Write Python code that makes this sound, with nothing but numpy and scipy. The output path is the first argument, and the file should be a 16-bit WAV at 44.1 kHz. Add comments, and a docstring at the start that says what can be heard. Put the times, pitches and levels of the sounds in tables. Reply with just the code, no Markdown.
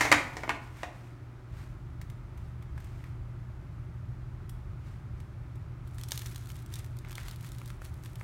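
"""Over an appliance's hum and rumble in a small room, a metal baking tray is knocked down on a kitchen counter,
rocks and slides to rest; a towel brushes it. Hands turn a crisp bun, then press the thumbs in: the crust
snaps and crackles and the crumb tears. Tray: noise bursts and ringing modes; crust: filtered flurries of breaks;
crackle: chance impulses through resonators; brushing, rumble and air: coloured noise; hum: a wavering sine.
The bun is close and nearly dry, the tray wakes the room."""
import sys
import numpy as np
from scipy import signal
from scipy.fft import rfft, irfft
from scipy.io import wavfile

SR = 44100
rng = np.random.default_rng(int(sys.argv[2]) if len(sys.argv) > 2 else 0)


def wav_record(signal):
    """Record a signal, one row per channel, as 16-bit PCM in the file named by sys.argv[1]."""
    frames = np.transpose(np.atleast_2d(signal))
    bounded = np.clip(frames, -1, 1)
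    # unit amplitude maps onto the largest positive 16-bit level
    quanta = np.round(bounded * 32767).astype(np.int16)
    wavfile.write(sys.argv[1], SR, quanta)


N = 362943
TIME = np.arange(N) / SR
GRIP_FROM_S = 5.85  # the hands hold the bun firmly from here on

# how far the cracks reach into the softer inside: t/s, dulling level/dB per octave
DULLING = [(6.05, -2.3), (6.95, 0.5), (7.07, 5.5), (7.3, 0.5), (7.5, -2)]


def from_db(db):
    """Decibels to gain."""
    return 10 ** (np.asarray(db) / 20)


def rms_one(x):
    """Scale to unit power."""
    return x / np.sqrt(np.mean(x ** 2) + 1e-20)


def energy_one(x):
    """Scale to unit energy."""
    return x / np.sqrt(np.sum(x ** 2) + 1e-20)


def level(rows, axis=1):
    """Gain in time from a dB column of a curve, nearly silent (-120 dB) outside it."""
    columns = np.transpose(rows)
    return from_db(np.interp(TIME, columns[0], columns[axis], left=-120, right=-120))


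def at_hz(points, hz):
    """Read a table on a log-frequency axis."""
    f, value = np.transpose(points)
    return np.interp(np.log(hz + 1), np.log(f), value)


def response(spectrum, size):
    """Causal (minimum-phase) impulse response with the given gains."""
    hz = np.arange(size // 2 + 1) * SR / size
    cepstrum = irfft(np.log(from_db(at_hz(spectrum, hz))))
    # folding the cepstrum forward in time makes the response causal
    cepstrum[1:size // 2] *= 2
    cepstrum[size // 2 + 1:] = 0
    return irfft(np.exp(rfft(cepstrum)))


def shape(x, spectrum):
    """Filter by the gains of a spectrum."""
    return signal.fftconvolve(x, response(spectrum, size=2048))[:len(x)]


def colour(x, spectrum):
    """Filter so that white noise keeps its power."""
    return signal.fftconvolve(x, energy_one(response(spectrum, size=8192)))[:len(x)]


def drift(rate):
    """Smooth chance of unit power that takes `rate` new values a second."""
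    return rms_one(np.interp(TIME * rate, np.arange(4096), rng.standard_normal(4096)))


def dying(t, t60):
    """Exponential decay by 60 dB in t60 seconds."""
    return from_db(-60 * t / max(t60, 1e-4))


def burst(t60, size):
    """A dying flurry of tiny impacts with unit energy."""
    return energy_one(rng.standard_normal(size) * dying(TIME[:size], t60))


def add(out, s, sound):
    """Mix a sound in at time s."""
    at = max(round(s * SR), 0)
    out[at:at + len(sound)] += sound[:max(N - at, 0)]


def gestures(rows, attack_s, release_s):
    """Each movement swells, holds and dies away; overlapping ones add in power."""
    power = 0
    for s, hold_s, db in rows:
        before = np.maximum(s - TIME, 0) / attack_s
        after = np.maximum(TIME - s - hold_s, 0) / release_s
        swell = from_db(db) * np.exp(-np.minimum(before + after, 20))
        power = power + swell ** 2
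    return np.sqrt(power)


def background(air_db=-56.5, hum_hz=119.9):
    """Mains hum that wavers in the room, a low rumble and moving air."""
    # the appliance: t/s, rumble level/dB, hum level/dB before its waver
    appliance_curve = [(0, -40.5, -45), (.6, -48.5, -51), (1.47, -50, -50.5), (1.56, -42.5, -46),
                       (4, -42, -46), (8.23, -43.5, -44.5)]
    # colour of the rumble: f/Hz, relative level/dB
    rumble_gain = [(20, -27.5), (29, -17.5), (38, 2), (55, -1.5), (72, 3.5), (100, 0.5), (130, -0.5),
                   (165, -6.5), (200, -17), (300, -37.5), (600, -70)]
    # colour of the air in the room: f/Hz, relative level/dB
    air_gain = [(120, -40), (200, -7), (373, -4.5), (409, -13), (491, -17.5), (612, -12.5), (671, -16),
                (867, -15), (1160, -16.5), (1270, -14), (1710, -21), (2170, -22.5), (2910, -29.5),
                (4270, -34), (16000, -47.5)]
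    waver = from_db(drift(3))
    wander = .3 * drift(3)  # phase, radians
    tone = rms_one(np.sin(2 * np.pi * hum_hz * TIME + wander))
    hum = level(appliance_curve, axis=2) * waver * tone
    rumble = level(appliance_curve) * colour(rng.standard_normal(N), rumble_gain)
    air = from_db(air_db) * colour(rng.standard_normal(N), air_gain)
    return hum + rumble + air


def friction(rub_db=0, rough_db=1.5):
    """Sliding surfaces hiss unevenly: noise that follows the strokes and roughens quickly."""
    # a noise already fading as the scene opens, then the tray slides and towel and palms brush by: t/s, hold
    # t/s, friction level/dB before roughness
    strokes = [(0, 0.015, -34), (.2, 0.3, -55.5), (.64, 0.022, -58.5), (.78, .04, -54.5),
               (.95, 0.13, -63.5), (1.57, 0.069, -59.5), (2.4, 0.077, -68.5), (2.8, 0.27, -64.5),
               (4.87, .04, -63.5), (5.2, .01, -69)]
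    # colour of the rubbing: f/Hz, relative level/dB
    rub_gain = [(300, -21), (900, 3.5), (2200, 2.5), (3200, -4.5), (6500, -10), (9500, -12), (10400, -21.5),
                (11500, -14), (16000, -21.5)]
    motion = gestures(strokes, attack_s=0.045, release_s=0.068)
    roughness = from_db(rub_db + rough_db * drift(230))
    return roughness * motion * colour(rng.standard_normal(N), rub_gain)


def tray(contact_share=.22, buzz_db=-1.5, mode_spread_db=5.5, ring_db=-19.5):
    """Each knock is a hard contact, a buzz of crowded sheet modes, the longer ring of the strong ones and a thunk."""
    # tray on the counter: t/s, strength level/dB, extra treble level/dB, buzz t60/s,
    # counter thunk level/dB re strength
    knocks = [(0.0085, 13.5, 2.5, .25, -33), (0.052, 9, -2, 0.21, -24), (0.1161, 18.5, .5, 0.1, -38),
              (0.1252, 22, -4, 0.035, -25.5), (0.14, 10, -5, 0.16, -30), (0.3685, -5, 4, 0.096, -33),
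              (0.4343, -2, -7.5, 0.091, -15), (0.478, -8, -18, 0.11, -25), (0.4932, 12, -7, .055, -19),
              (0.505, 0.5, -7, 0.073, -11), (0.832, 0, -2.5, .07, -11)]
    # ringing of the sheet: f/Hz, level/dB before each knock's own spread, t60/s
    sheet_modes = [(299.6, -4, 0.48), (577, -7.5, 0.29), (874, -9.5, 0.44), (1060, -8, 0.13),
                   (1457, 2.5, 0.42), (1628, 2, 0.097), (1770, -7, 0.16), (1910, -0.5, 0.14),
                   (2170, -3, 0.13), (2464, -8.5, .22), (3085, -11.5, 0.12)]
    # colour of the clatter: f/Hz, level/dB
    clang_gain = [(100, -26), (200, -14), (280, 1.5), (450, -6.5), (750, 0.5), (1100, -0.5), (1500, -4.5),
                  (2100, 4.5), (2550, -5.5), (3400, -13.5), (6500, -15), (10000, -25), (16000, -36)]
    # extra bass of a knock of strength 0 dB, and the dB of it lost per dB of strength
    light_knock_bass_db, bass_loss_per_db = 5.5, .55
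    t, out = TIME[:SR], np.zeros(N)
    modes = np.array([from_db(db) * np.sin(2 * np.pi * hz * t) * dying(t, t60)
                      for hz, db, t60 in sheet_modes])
    # the counter is heavily damped
    thunk = energy_one(np.sin(2 * np.pi * 713 * t) * dying(t, .11))
    for s, strength_db, treble_db, buzz_t60, thunk_db in knocks:
        # a glancing knock stays in contact longer and buzzes longer
        contact = burst(contact_share * buzz_t60, size=SR)
        blow = contact + from_db(buzz_db) * burst(buzz_t60, size=SR)
        # the point of contact decides how strongly each mode answers
        ring = energy_one(from_db(rng.normal(0, mode_spread_db, len(modes))) @ modes)
        # the ring lies well under the clatter
        sheet = shape(blow, clang_gain) + from_db(ring_db) * ring
        # a gentle knock keeps more of its bass, a hard contact has more treble
        bass_db = light_knock_bass_db - bass_loss_per_db * strength_db
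        clang = shape(sheet, [(600, bass_db), (1300, 0.0026), (2500, 0.001), (5000, treble_db)])
        add(out, s, from_db(strength_db) * (clang + from_db(thunk_db) * thunk))
    return out


def kitchen(x):
    """Diffuse reflections that build up quickly and die sooner in the treble."""
    # decay of the small room: f/Hz, t60/s
    room_decay = [(200, 0.75), (1500, 0.46), (5000, 0.38), (14000, 0.34)]
    t, tail = TIME[:SR], 0
    edges = np.geomspace(100, 18000, 9)  # Hz
    for low, high in zip(edges, edges[1:]):
        band_filter = signal.butter(2, [low, high], "band", fs=SR, output="sos")
        band = signal.sosfilt(band_filter, rng.standard_normal(SR))
        tail = tail + band * dying(t, at_hz(room_decay, np.sqrt(low * high)))
    build_up = 1 - np.exp(-t / 0.002)
    return signal.fftconvolve(x, energy_one(tail * build_up))[:N]


def snaps(rows, edge, t60, spread_db, top_db, size_dulls, body_dulls, size=2048):
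    """A fracture is one sharp edge followed by a brief flurry of tiny breaks of very uneven size."""
    # colour of the crust: f/Hz, level/dB
    crust_gain = [(200, -21), (600, -8), (1250, -2.5), (2100, -3), (2800, -4), (3500, 1), (5000, -3),
                  (7000, -2), (9300, 3), (10500, -1.5), (12500, 2.5), (16000, -4)]
    out = np.zeros(N)
    for s, strength_db, body_db in rows:
        uneven = from_db(spread_db * rng.standard_normal(size))
        crack = energy_one(burst(t60, size=size) * uneven)
        crack[0] = edge
        # larger and deeper breaks carry less treble
        treble_db = top_db - size_dulls * strength_db - body_dulls * max(body_db, 0)
        tilt = [(2300, body_db), (3700, 0), (6200, 0), (9500, treble_db)]
        add(out, s, from_db(strength_db) * shape(energy_one(crack), tilt))
    return shape(out, crust_gain)


def pressure():
    """The hands' effort as a gain: a steady grip, which creaks faintly, with the pushes on top."""
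    # the thumbs press in, push by push: t/s, hold t/s, crackle level/dB before grain and clumping
    presses = [(5.99, .06, -66), (6.105, 0.053, -56.5), (6.19, 0.099, -58), (6.32, 0.27, -64),
               (6.73, .06, -57.5), (7.06, 0.019, -66), (7.18, 0.15, -58), (7.44, 0.023, -58),
               (7.54, .16, -66), (7.84, .03, -62.5), (8.06, 0.017, -65), (8.2, 0.024, -65.5)]
    grip = from_db(-72) * (TIME > GRIP_FROM_S)
    return np.hypot(grip, gestures(presses, attack_s=0.034, release_s=.045))


def small_snaps(effort, depth_octaves=1.5, count=200):
    """Chance fractures, more often and stronger under pressure; deeper in the bun they have more body."""
    per_s, base_db, spread_db, body_spread_db = 60, -24.5, 3, 3.5  # rate and strength at full pressure
    when, luck = rng.random((count, 2)).T
    size, body = rng.standard_normal((count, 2)).T
    span_s = TIME[-1] - GRIP_FROM_S
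    # one candidate in each equal slot of time
    s = GRIP_FROM_S + span_s * (np.arange(count) + when) / count
    load = np.interp(s, TIME, effort / effort.max())
    strength_db = base_db + 10 * np.log10(load) + spread_db * size
    body_db = depth_octaves * np.interp(s, *np.transpose(DULLING)) + body_spread_db * body
    happens = luck < load * per_s * span_s / count
    return np.transpose([s, strength_db, body_db])[happens]


def crackle(effort, per_s=2000, spread_db=2.0, clump_db=3.0, flake_width=0.65, grain_db=1, tear_db=-6.5, count=12):
    """Tiny flakes break in clumps, more often under pressure, over the soft hiss of tearing crumb."""
    # colour of the crumb: f/Hz, relative level/dB
    crumb_gain = [(300, -30), (800, -0.5), (1400, -0.5), (2100, -1.5), (2800, -4.5), (3600, -5), (5000, -9),
                  (9300, -11), (10500, -11), (13000, -14.5)]
    depth = from_db(np.interp(TIME, *np.transpose(DULLING)))
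    born = rng.random(N) < per_s * (effort / effort.max()) ** .3 / SR
    sizes = from_db(spread_db * np.minimum(rng.exponential(1, N), 3)) * rng.choice([-1, 1], N)
    pitches = np.geomspace(1200, 14500, count)  # Hz
    dealt = rng.integers(0, count, N)  # which pitch each flake gets
    grains = 0
    for k, hz in enumerate(pitches):
        # a resonator whose bandwidth is flake_width times its pitch
        r = np.exp(-np.pi * flake_width * hz / SR)
        poles = [1, -2 * r * np.cos(2 * np.pi * hz / SR), r * r]
        flake = signal.lfilter([1, 0, -1], poles, born * sizes * (dealt == k) + 1e-18)
        # deeper in the bun the large, low flakes take over
        grains = grains + (1 - r) * flake * depth ** np.log2(np.median(pitches) / hz)
    grains = grains / np.std(grains[TIME > GRIP_FROM_S]) * from_db(clump_db * drift(68))
    tear = from_db(tear_db) * rng.standard_normal(N)
    return effort * colour(from_db(grain_db) * grains + tear, crumb_gain)


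def scene(snap_db=0, tick_db=0, tray_room_db=-7, bun_room_db=-13, tick_room_db=-9):
    """The bun is close and nearly dry; the tray wakes the room."""
    # fingertips tick on the crust as the bun is turned: t/s, strength level/dB, extra body level/dB
    tick_rows = [(2.0149, -23, 13), (2.0995, -27.5, 11.5), (2.3757, -32.5, 11.5), (2.6239, -32.5, 13),
                 (2.7779, -30, 18), (2.8021, -30.5, 13), (2.8437, -31, 7), (3.0402, -30.5, 15),
                 (4.4938, -24, 2), (5.2021, -31, 11.5), (5.5558, -37, 3), (5.8746, -32, 5)]
    # the big fractures of the crust: t/s, strength level/dB, extra body level/dB
    big_snaps = [(5.9838, -20.5, 5), (6.0128, -20.5, 0), (6.0361, -13.5, -5), (6.0871, -17, -3),
                 (6.1087, -15, -4), (6.1191, -0.5, 0), (6.1302, -18, 1), (6.1766, -5.5, -4),
                 (6.1925, -15, -8), (6.2188, -16.5, 4), (6.2607, -15.5, -7), (6.3599, -15.5, -2),
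                 (6.5022, -19.5, 5), (6.7395, -11, -13), (6.7568, -16, -5), (6.9884, -24, -12),
                 (7.0486, -31.5, 20.5), (7.108, -25.5, 10), (7.1283, -19, 6), (7.1544, -14, -5),
                 (7.181, -18.5, 15), (7.2835, -15, 6), (7.4465, -22, 8), (7.5191, -21.5, 0),
                 (7.6162, -27, 15.5), (7.703, -23, 11.5), (7.8188, -26, 17.5), (8.0591, -22.5, 9),
                 (8.1563, -23.5, 3), (8.2113, -28, 22)]
    metal, effort = tray(), pressure()
    ticks = from_db(tick_db) * snaps(tick_rows, edge=0.14, t60=0.031, spread_db=6.0,
                                     top_db=0, size_dulls=0, body_dulls=0.51)
    fractures = np.vstack([big_snaps, small_snaps(effort)])
    crust = snaps(fractures, edge=0.74, t60=0.017, spread_db=4, top_db=-10.0, size_dulls=0.22, body_dulls=.3)
    bun = from_db(snap_db) * crust + crackle(effort)
    to_room = from_db(tray_room_db) * metal + from_db(bun_room_db) * bun + from_db(tick_room_db) * ticks
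    return (background() + friction() + metal + kitchen(to_room) + ticks + bun)[None]


def record(dry):
    """The microphone signal loses its top steeply above 16 kHz."""
    low_pass = signal.ellip(12, .1, 80, 16000, fs=SR, output="sos")
    return signal.sosfilt(low_pass, dry)


dry = scene()
out = record(dry)
wav_record(out)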